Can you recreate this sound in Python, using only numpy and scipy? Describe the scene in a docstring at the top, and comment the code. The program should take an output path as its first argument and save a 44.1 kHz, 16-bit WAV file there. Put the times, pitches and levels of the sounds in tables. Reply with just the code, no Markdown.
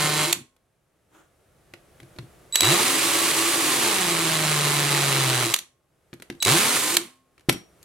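"""A cordless drill chamfers three holes in an acrylic plate on a wooden block, close by in a workshop.
Noise bunched once a motor turn excites the gearbox; the rotor adds hum and overtones that follow its speed,
and the speed control whines as the motor spins up. The spindle lock clacks as bursts of filtered noise.
In between, the block slides and knocks on the bench: coloured noise and decaying modes, over a faint hiss."""
import sys
import numpy as np
from scipy import signal
from scipy.fft import rfft, irfft
from scipy.io import wavfile
from scipy.ndimage import map_coordinates

SR = 44100
rng = np.random.default_rng(int(sys.argv[2]) if len(sys.argv) > 2 else 0)


def digitize_waveform(pressure):
    """Quantize a signal to 16-bit integers and store it at the path in sys.argv[1].

    Rows of a 2-D input are taken as channels; values are limited to [-1, 1].
    """
    field = np.atleast_2d(pressure).T
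    bounded = np.clip(field, -1, 1)
    quanta = np.round(bounded * 32767).astype(np.int16)
    wavfile.write(sys.argv[1], SR, quanta)


N = 345744
T = np.arange(N) / SR  # time of each sample [s]
TOP_SPEED = 290  # speed that the whine and the treble are scaled to [turns/s]

# Response of the gearbox: (frequency [Hz], relative level [dB per Hz])
GEARBOX_SPECTRUM = [(240, -30), (400, -2), (474, -7), (588, -5), (687, -7.5), (753, -3.5), (852, -5),
                    (1160, -0.9), (1530, -5.5), (2050, -2.5), (4440, -5.5), (5270, -9.5), (9180, -7),
                    (12500, -13.5), (16000, -23.5)]
# Response to dull blows: (frequency [Hz], relative level [dB])
THUD_SPECTRUM = [(15, -55), (30, -38), (70, -14), (140, 0.5), (250, -1.5), (330, -1), (500, -24.5),
                 (1200, -50)]
# Modes of chuck and bit: (frequency [Hz], relative level [dB], decay time t60 [s])
STEEL_MODES = [(3860, -31, 0.15), (5620, -25, 0.32), (11950, -29.5, 0.2)]
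# The bit catches on the rim of the hole: (time [s], block tone [dB], rise of the rattle [dB])
RIM_CATCHES = [(.288, -31, 0), (2.715, -28, 0), (2.87, -45, 1.5), (3.85, -27, 1.5), (4.95, -32, 3),
               (5.47, -31, 0), (6.96, -27.5, 1)]
# The trigger is pulled: (trigger [s], gears engage [s], half speed [s], whine [dB], its octave [dB],
# loose gears [dB])
TRIGGER_PULLS = [(-.6, -.5, -.45, -30, -30, -40), (2.525, 2.62, 2.705, -25.5, -22, -33.5),
                 (6.403, 6.462, 6.512, -30.5, -33.5, -41)]
# Each hole: (rattle [dB], treble [dB], hum [dB], overtones [dB], share of the rattle that repeats
# every turn [0-1], block chatter [dB])
HOLE_SETTINGS = [(-23.2, -1, -2.8, 2, .3, -45), (-23.4, 0, .5, -1, .04, -41.5),
                 (-22.7, .8, 1, 1.5, .07, -47)]
# The trigger is let go: (bit lifts [s], lift time [s], motor stops [s], gears running down [dB],
# their fall [dB/s], housing rumble [dB], after-ring [dB])
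TRIGGER_RELEASES = [(.268, .012, .312, -29, 270, -47, -7), (5.455, .012, 5.525, -29, 270, -62, -8),
                    (6.85, .06, 6.955, -29, 175, -49, 4)]


def amp(db):
    """Amplitude ratio: 20 dB for each factor of ten."""
    return 10 ** (np.asarray(db) / 20)


def unit(x):
    """Normalization: scales a signal to rms 1."""
    return x / np.sqrt(np.mean(x ** 2) + 1e-20)


def read(points, hz):
    """Spectral interpolation on a log-frequency axis."""
    f, value = np.transpose(points)
    return np.interp(np.log(hz + 1), np.log(f + 1), value)


def add(mix, s, sound):
    """Superposition: adds a sound into the mix at time s."""
    part = mix[max(round(s * SR), 0):][:len(sound)]
    part += sound[:len(part)]


def step(x):
    """Sigmoid transition from 0 to 1 around x = 0."""
    return .5 + .5 * np.tanh(x / 2)


def between(start, end, edge_s=.0034):
    """Gating: a linear-edged window from start to end."""
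    return np.clip(np.minimum(T - start, end - T) / edge_s + 1, 0, 1)


def curves(rows):
    """Linear interpolation: a soft gate over the span of the rows, then every column at each sample."""
    s, *columns = np.transpose(rows)
    return [between(s[0], s[-1])] + [np.interp(T, s, column) for column in columns]


def level(rows):
    """Amplitude envelope interpolated in decibels, silent outside its rows."""
    gate, db = curves(rows)
    return gate * amp(db)


def colour(x, spectrum, size=2048):
    """Minimum-phase filtering: the log gain fixes the phase of a causal response, here of unit energy."""
    hz = abs(np.fft.fftfreq(size, 1 / SR))
    log_gain = np.log(amp(np.maximum(read(spectrum, hz), -90)))
    taps = np.fft.ifft(np.exp(np.conj(signal.hilbert(log_gain)))).real
    taps = taps / np.linalg.norm(taps)
    return np.apply_along_axis(signal.oaconvolve, -1, x, taps)[..., :x.shape[-1]]


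def resonate(x, hz, width):
    """Single resonance of gain 1 at its peak; width is its bandwidth [Hz]."""
    return signal.lfilter(*signal.iirpeak(hz, hz / width, SR), x)


def treble(x, hz=5000):
    """Zero-phase high-pass: the part of x above hz."""
    return signal.sosfiltfilt(signal.butter(2, hz, "high", fs=SR, output="sos"), x)


def wander(per_s):
    """Random modulation of rms 1, interpolated between per_s chance values a second."""
    knots = rng.standard_normal(N // 16)
    return unit(map_coordinates(knots, [T * per_s], order=1, mode="wrap"))


def ring(modes, t):
    """Modal decay: a sum of exponentially dying sines."""
    return sum(amp(db - 60 * t / t60) * np.sin(2 * np.pi * hz * t) for hz, db, t60 in modes)


def grains(spread_db):
    """Dense impact noise of uneven size: both channels share the sizes, each draws its own values."""
    size_db = spread_db * np.minimum(rng.exponential(1, N), 5)
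    return unit(rng.standard_normal((2, N)) * amp(size_db))


def widen(pair):
    """Interchannel coherence: bass reaches both microphones more alike than treble."""
    # (frequency [Hz], left-right likeness [0-1])
    likeness = [(100, 0.94), (300, 0.7), (700, 0.6), (2000, 0.69), (5000, .6), (10000, 0.5), (16000, .3)]
    alike = np.clip(read(likeness, np.fft.rfftfreq(N, 1 / SR)), 0, 1)
    mid, side = rfft(pair) * np.sqrt([(1 + alike) / 2, (1 - alike) / 2])
    return irfft(np.array([mid + side, mid - side]), N)


def per_hole(rows):
    """Piecewise-constant control: every column of the current hole's row at each sample."""
    triggers = [row[0] for row in TRIGGER_PULLS]
    return np.array(rows)[np.searchsorted(triggers, T, "right") - 1].T


def motor(spin_up_s=.081):
    """Rotor inertia smooths the spin-up: gate, spin-up done, acceleration, lift (all 0-1), turns/s."""
    # Speed that trigger and load allow, sagging as the bit is pressed in: (time [s], speed [turns/s])
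    allowed_speed = [(0, 150), (.32, 153), (2.5, 287), (3.56, 287), (3.7, 266), (3.8, 241), (4, 184),
                     (4.1, 169), (4.6, 147), (5, 142), (5.4, 125), (5.55, 113), (6.4, 260), (6.87, 260),
                     (6.97, 250)]
    _, engage, half = per_hole(TRIGGER_PULLS)[:3]
    lift, lift_s, stop = per_hole(TRIGGER_RELEASES)[:3]
    spin = step((T - half) / spin_up_s)
    surge = (4 * spin * (1 - spin)) ** 2
    speed = spin * curves(allowed_speed)[1]
    return between(engage, stop), spin, surge, step((T - lift) / lift_s), speed


def hiss(floor_db=-70.3, top_db=-54):
    """Stationary background noise, raised at a steady rate in decibels during each pause."""
    # Spectrum of the background: (frequency [Hz], relative level [dB])
    air_spectrum = [(15, -33.5), (25, -9.5), (64, -0.5), (149, -1), (190, -5), (229, -11), (373, -4),
                    (405, -6), (659, -7.5), (1020, -16.5), (1160, -13.5), (4870, -26), (10700, -23.5),
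                    (16000, -34)]
    # (start [s], end [s], rise [dB/s])
    swells = [(.83, 2.55, 12.5), (5.85, 6.45, 22), (7.12, 7.84, 18)]
    rise_db = sum(rate * (T - start) * (T > start) * (T < end) for start, end, rate in swells)
    noise = colour(widen(rng.standard_normal((2, N))), air_spectrum)
    return amp(np.minimum(floor_db + rise_db, top_db)) * noise


def drill(depth=0.38, flutter_db=0.9, grain_db=2.0, usual_treble_db=-4, body_db=-15, rattle_db=0,
          hum_db=-1, rasp_hz=2700, rasp_width=900, unsteady_db=.4, hum_surge_db=4, gear_db=-22):
    """Periodic excitation: gear impacts bunch once a turn; hum and overtones follow shaft speed."""
    # Motor and gear overtones: (multiple of shaft speed, level against the rattle [dB])
    orders = [(2, -20.5), (3, -26), (4, -19), (5, -21), (6, -25), (7, -25.5), (8, -30), (9, -29), (13, -27)]
    # Response of the housing: (frequency [Hz], relative level [dB])
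    housing_spectrum = [(60, -27.5), (130, -6), (230, -10.5), (330, -2.5), (430, -7), (600, -18.5),
                        (1000, -43)]
    # Resonances of tool and block that overtones glide through: (frequency [Hz], gain [dB])
    shell_gain = [(240, -3), (295, -1), (318, 12), (345, 10), (390, 2), (530, -10), (575, -9), (620, -1),
                  (760, 0), (900, 2), (1000, -4), (1060, 5), (1140, 5), (1220, -2), (1300, -4), (2500, -6)]
    # The cutting edge rasps on the acrylic: (time [s], level [dB])
    rasp_level = [(2.85, -46), (3.0, -31.5), (3.45, -35), (3.65, -46), (3.9, -58)]
    # Hum raised in block and bench by the rotor's unbalance: (turn rate [Hz], relative level [dB])
    unbalance = [(75, -47), (105, -35.5), (130, -27), (142, -30), (150, -29), (168, -35), (210, -43),
                 (250, -41.5), (275, -39), (288, -46)]
    surge_db, crawl_db, lift_db, lift_hum_db = 6.5, -4.5, -5.5, -10
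    slow_treble_db, fast_treble_db, lift_treble_db = -7, -.6, 2.5
    catch_s, gear_order = .045, 1.165

    gate, spin, surge, lifted, speed = motor()
    run_db, run_treble_db, run_hum_db, tone_db, repeat, _ = per_hole(HOLE_SETTINGS)
    repeat = np.clip(repeat, 0, 1)
    catch_db = sum(rise_db * np.exp(-((T - s) / catch_s) ** 2) for s, _, rise_db in RIM_CATCHES)
    db = run_db + crawl_db * (1 - spin) + surge_db * surge + lift_db * lifted
    db = db + catch_db + unsteady_db * wander(25)
    treble_db = slow_treble_db + (fast_treble_db - slow_treble_db) * speed / TOP_SPEED
    treble_db = run_treble_db + treble_db + lift_treble_db * lifted
    unbalance_db = run_hum_db + read(unbalance, speed) + hum_surge_db * surge + lift_hum_db * lifted

    speed = speed * (1 + .006 * wander(60))
    turns = np.cumsum(speed) / SR
    angle = 2 * np.pi * turns
    # the same tooth flaws come round every turn; the rest of the rattle is chance
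    flaws = rng.standard_normal(256)
    pattern = unit(np.interp(turns % 1, np.linspace(0, 1, len(flaws)), flaws))
    # single turns stand out more when the motor is slow
    slow_depth = depth * np.minimum(150 / speed, 1.2)
    bunch = unit(np.exp(slow_depth * (np.cos(angle) + 0.18 * np.cos(2 * angle))))

    impacts = np.sqrt(1 - repeat) * widen(grains(grain_db)) + np.sqrt(repeat) * pattern
    rattle = colour(impacts * bunch * amp(flutter_db * wander(220)), GEARBOX_SPECTRUM)
    rattle = rattle + (amp(treble_db - usual_treble_db) - 1) * treble(rattle)
    shake, chips = grains(3.0) * bunch
    body = amp(body_db) * colour(shake, housing_spectrum)
    rasp = unit(resonate(chips * amp(1.9 * wander(300)), rasp_hz, rasp_width))
    rasp = level(rasp_level) * rasp

    overtones = np.zeros(N)
    for order, order_db in [*orders, (gear_order, gear_db)]:
        strength = amp(order_db + read(shell_gain, order * speed)) * (1 + .35 * wander(30))
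        overtones += strength * np.sin(order * angle + 2 * np.pi * rng.random())
    hum = amp(unbalance_db + hum_db) * np.sin(angle) * (1 + 0.027 * wander(40))
    noise = amp(db) * (amp(rattle_db) * rattle + body) + rasp
    tones = np.sqrt(2) * (amp(db + tone_db) * overtones + hum)
    return gate * (noise + tones)


def whine(third_db=-17, running_db=-34.5, running_octave_db=-47, build_db_per_s=68, fade_power=1.7):
    """Chopped motor current makes the windings sing, most at low rotor speed and not at full speed."""
    switch_hz = 3922.5
    trigger, engage, _, first_db, second_db, _ = per_hole(TRIGGER_PULLS)
    _, spin, surge, _, speed = motor()
    build = amp(-build_db_per_s * np.maximum(engage - T, 0))
    starting = (1 - spin) ** fade_power * build
    chopped = spin * np.maximum(1 - speed / TOP_SPEED, 0)
    first = amp(first_db) * starting * (1 + surge) + amp(running_db) * chopped
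    second = amp(second_db) * starting * (1 - spin) + amp(running_octave_db) * chopped
    angle = 2 * np.pi * switch_hz * T + 0.14 * wander(300)
    upper = np.sin(2 * angle) + amp(third_db) * np.sin(3 * angle)
    tones = first * np.sin(angle) + second * upper
    gate = between(trigger, per_hole(TRIGGER_RELEASES)[2], edge_s=.002)
    return gate * np.sqrt(2) * tones * (1 + 0.17 * wander(150))


def chatter(swell_s=.012, fade_db_per_s=300):
    """Sustained vibration: the bit keeps one block mode going, unsteady and swelling at each catch."""
    chatter_hz = 340
    angle = 2 * np.pi * np.cumsum(chatter_hz + 10 * wander(60)) / SR
    catches = np.zeros(N)
    for s, db, _ in RIM_CATCHES:
        swell = np.exp(np.minimum(T - s, 0) / swell_s)
        catches += amp(db - fade_db_per_s * np.maximum(T - s, 0)) * swell
    strength = amp(per_hole(HOLE_SETTINGS)[-1]) * motor()[0] + catches
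    return strength * np.sqrt(2) * np.sin(angle) * (1 + .35 * wander(50))


def slack(take_up_s=.028, jolt_s=.012, rumble_s=.115, rumble_fade_s=.015):
    """Backlash: loose gears chatter and jolt the housing at a start, then run down and rumble at a stop."""
    trigger, engage, *_, loose_db = per_hole(TRIGGER_PULLS)
    stop, run_down_db, fall_db_per_s, rumble_db = per_hole(TRIGGER_RELEASES)[2:6]
    teeth = colour(widen(grains(1.9)), GEARBOX_SPECTRUM)
    housing = colour(grains(5.0)[0], THUD_SPECTRUM)
    take_up = between(trigger, engage) * np.minimum((T - trigger) / take_up_s, 1) ** 2
    jolt = np.exp(-abs(T - engage) / jolt_s)
    since = np.maximum(T - stop, 0)
    run_down = amp(run_down_db - fall_db_per_s * since) * teeth
    rumble = amp(rumble_db) * step((rumble_s - since) / rumble_fade_s) * housing
    return amp(loose_db) * (take_up * teeth + jolt * housing) + (T > stop) * (run_down + rumble)


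def after_ring():
    """Free decay: faint tones hang on after each stop."""
    # (frequency [Hz], relative level [dB], decay time t60 [s])
    faint_modes = [(258.4, -53, 0.9), (1080, -59, 0.95)]
    out = np.zeros(N)
    for _, _, stop, *_, after_db in TRIGGER_RELEASES:
        add(out, stop, amp(after_db) * ring(faint_modes, T[:SR]))
    return out


def clacks(fall_s=0.0018, rise_s=0.00057, steel_db=-11.5):
    """Impact excitation: lock rollers slam home in flurries of a few milliseconds and ring the steel."""
    # Response to the flurries: (frequency [Hz], relative level [dB])
    clack_spectrum = [(120, -47.5), (200, -18.5), (456, -17), (791, -11), (1770, -10), (2560, -4),
                      (4430, -0.5), (5040, -12.5), (5940, -3.5), (8120, -5.5), (10900, -7), (14300, -10.5),
                      (16000, -21)]
    # Spindle lock and gear teeth: (time [s], level [dB], length before the fall [s])
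    slams = [(0.3268, -12.5, 0.0042), (0.348, -34, 0.0041), (2.556, -10, 0.0028), (2.5605, -27.5, .003),
             (2.6063, -9, 0.0022), (2.627, -27, .002), (2.648, -12.5, 0.0007), (5.539, -12.5, 0.0049),
             (5.562, -22, .002), (5.5876, -26.5, 0.0042), (6.4246, -17.5, 0.006), (6.449, -15.5, 0.0038),
             (6.9675, -8.5, .0036)]
    force, steel, t = np.zeros(N), np.zeros(N), T[:SR // 3]
    for s, db, length in slams:
        fall = np.exp(-np.maximum(t - length, 0) / fall_s)
        add(force, s, amp(db) * np.minimum(t / rise_s, 1) * fall)
        add(steel, s, amp(db + steel_db) * ring(STEEL_MODES, t))
    return colour(widen(force * rng.standard_normal((2, N))), clack_spectrum) + steel


def knocks(click_s=0.0038, rise_s=0.0004, thud_s=0.018, click_db=2, thud_db=-3, push=9, steel_db=4,
           usual_treble_db=-8):
    """Impact and modal response: a hard click and a dull push leave the block ringing."""
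    # Response to hard contact: (frequency [Hz], relative level [dB])
    tap_spectrum = [(240, -30), (400, -0.5), (645, -7.5), (1930, -5.5), (2320, -5.5), (2930, -7.5),
                    (4310, -7), (4950, -11.5), (12500, -10.5), (16000, -43)]
    # Plate, block and drill on the bench:
    # (time [s], relative click [dB], relative thud [dB], relative treble share [dB])
    blows = [(0.564, -58.5, -78, -9), (1.737, -33, -41, -20.5), (2.001, -42, -48, -13),
             (2.03, -47.5, -47, -12.5), (2.162, -50, -44, -14), (2.186, -29.5, -35, -24),
             (2.231, -61, -40.5, -22), (6.13, -33.5, -34.5, -34), (6.137, -46.5, -46, -4),
             (6.199, -44, -47, -15), (6.2219, -34, -52, -10), (6.3, -26.5, -27, -19),
             (6.325, -44, -44, -18), (6.35, -52.5, -43.5, -9), (7.379, -46.5, -62.5, -20.5),
             (7.395, -53, -56, -12), (7.408, -54, -64, -12), (7.487, -32, -12, -16),
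             (7.4909, -13, -26.5, -15), (7.4945, -10, -27, -11), (7.526, -31, -31.5, -0.5),
             (7.547, -44, -28, -6), (7.58, -52.5, -39, -18), (7.828, -47, -58, -2)]
    # Modes of the block: (frequency [Hz], relative level [dB], decay time t60 [s])
    block_modes = [(342, -3.5, .19), (133.7, -6, .12)]
    force, body, t = np.zeros((2, N)), np.zeros(N), T[:SR // 3]
    for s, hard_db, soft_db, treble_db in blows:
        contact = amp(hard_db + click_db) * (1 - np.exp(-t / rise_s)) * np.exp(-t / click_s)
        add(force[0], s, contact)
        add(force[1], s, contact * amp(treble_db - usual_treble_db))
        shove = push * (t == 0) + 0.59 * rng.standard_normal(len(t)) * np.exp(-t / thud_s)
        dull_push = colour(shove, THUD_SPECTRUM) + ring(block_modes, t)
        add(body, s, amp(soft_db + thud_db) * dull_push)
        # doubling the decibels lets only a hard blow wake the steel
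        add(body, s, amp(2 * hard_db + steel_db) * ring(STEEL_MODES, t))
    grit = widen(rng.standard_normal((2, N)))
    dull, bright = (colour(grit * f, tap_spectrum) for f in force)
    return dull - treble(dull) + treble(bright) + body


def slide():
    """Friction noise: the block slides over the bench as dense grains, coloured by its resonances."""
    # (time [s], level [dB])
    slide_level = [(1.09, -75), (1.15, -53.5), (1.2, -55), (1.25, -64), (1.32, -81)]
    # (frequency [Hz], relative level [dB])
    scrape_spectrum = [(88, -52.5), (150, -14), (229, -21), (248, -33.5), (318, 1), (393, -20),
                       (1460, -14.5), (1700, -20), (2310, -27), (3400, -27), (4910, -39), (6550, -28.5),
                       (15000, -40)]
    return level(slide_level) * colour(widen(grains(3.0)), scrape_spectrum)


def bumps(bench_hz=128, t60=.13, rise_s=.003):
    """Damped low mode: the bench top booms briefly under the weight of the hand."""
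    # Soft shoves of the block that only the bench top answers: (time [s], level [dB])
    shoves = [(2.025, -38), (2.188, -27), (2.23, -37)]
    out, t = np.zeros(N), T[:SR // 3]
    for s, db in shoves:
        add(out, s, ring([(bench_hz, db, t60)], t) * (1 - np.exp(-t / rise_s)))
    return out


def workshop(pair, tail_db=-11):
    """Reverberation: sparse random echoes decay by frequency, different at each microphone."""
    # (frequency [Hz], reverberation time t60 [s])
    room_decay = [(100, 0.27), (400, .3), (1500, 0.27), (5000, 0.23), (10000, 0.25), (16000, 0.067)]
    t = T[:SR // 2]
    signs = rng.choice([-1., 1.], (2, len(t)))
    taps = signs * (rng.random((2, len(t))) < 4000 / SR) * (t > .004)  # 4000 echoes/s after 4 ms
    hz, when, z = signal.stft(taps, SR, nperseg=256)
    decay = amp(-60 * when / read(room_decay, hz)[:, None])
    bass_cut = (hz / (hz + 300))[:, None]
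    tail = signal.istft(z * decay * bass_cut, SR, nperseg=256)[1]
    tail = tail / np.linalg.norm(tail[0])
    return pair + amp(tail_db) * signal.oaconvolve(pair, tail, axes=1)[:, :N]


def place(pair, lag_s=.00002):
    """Interaural differences: level leans by frequency and the left channel lags a shade."""
    # (frequency [Hz], left minus right [dB])
    level_difference = [(60, 2.1), (290, -1), (640, 3), (1410, -3), (3100, -1), (6820, -2.5), (15000, -3.5)]
    hz = np.fft.rfftfreq(N, 1 / SR)
    lean = amp(read(level_difference, hz) / 2)
    lag = np.exp(-2j * np.pi * hz * lag_s)
    return irfft(rfft(pair) * np.array([lean * lag, 1 / lean]), N)


def scene():
    """Superposition of the drill, the handling of the block and the background."""
    tones = chatter() + whine() + after_ring()
    tool = drill() + slack() + clacks() + tones
    handling = knocks() + bumps() + slide()
    return place(workshop(tool, tail_db=-14)) + workshop(handling, tail_db=-12) + hiss()


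def record(dry):
    """Clipping at full scale, then a linear-phase low-pass."""
    edge_hz = 16100
    low_pass = signal.firwin(401, edge_hz, window=("kaiser", 8), fs=SR)
    return signal.oaconvolve(np.clip(dry, -1, 1), low_pass[None], "same")


dry = scene()
out = record(dry)
digitize_waveform(out)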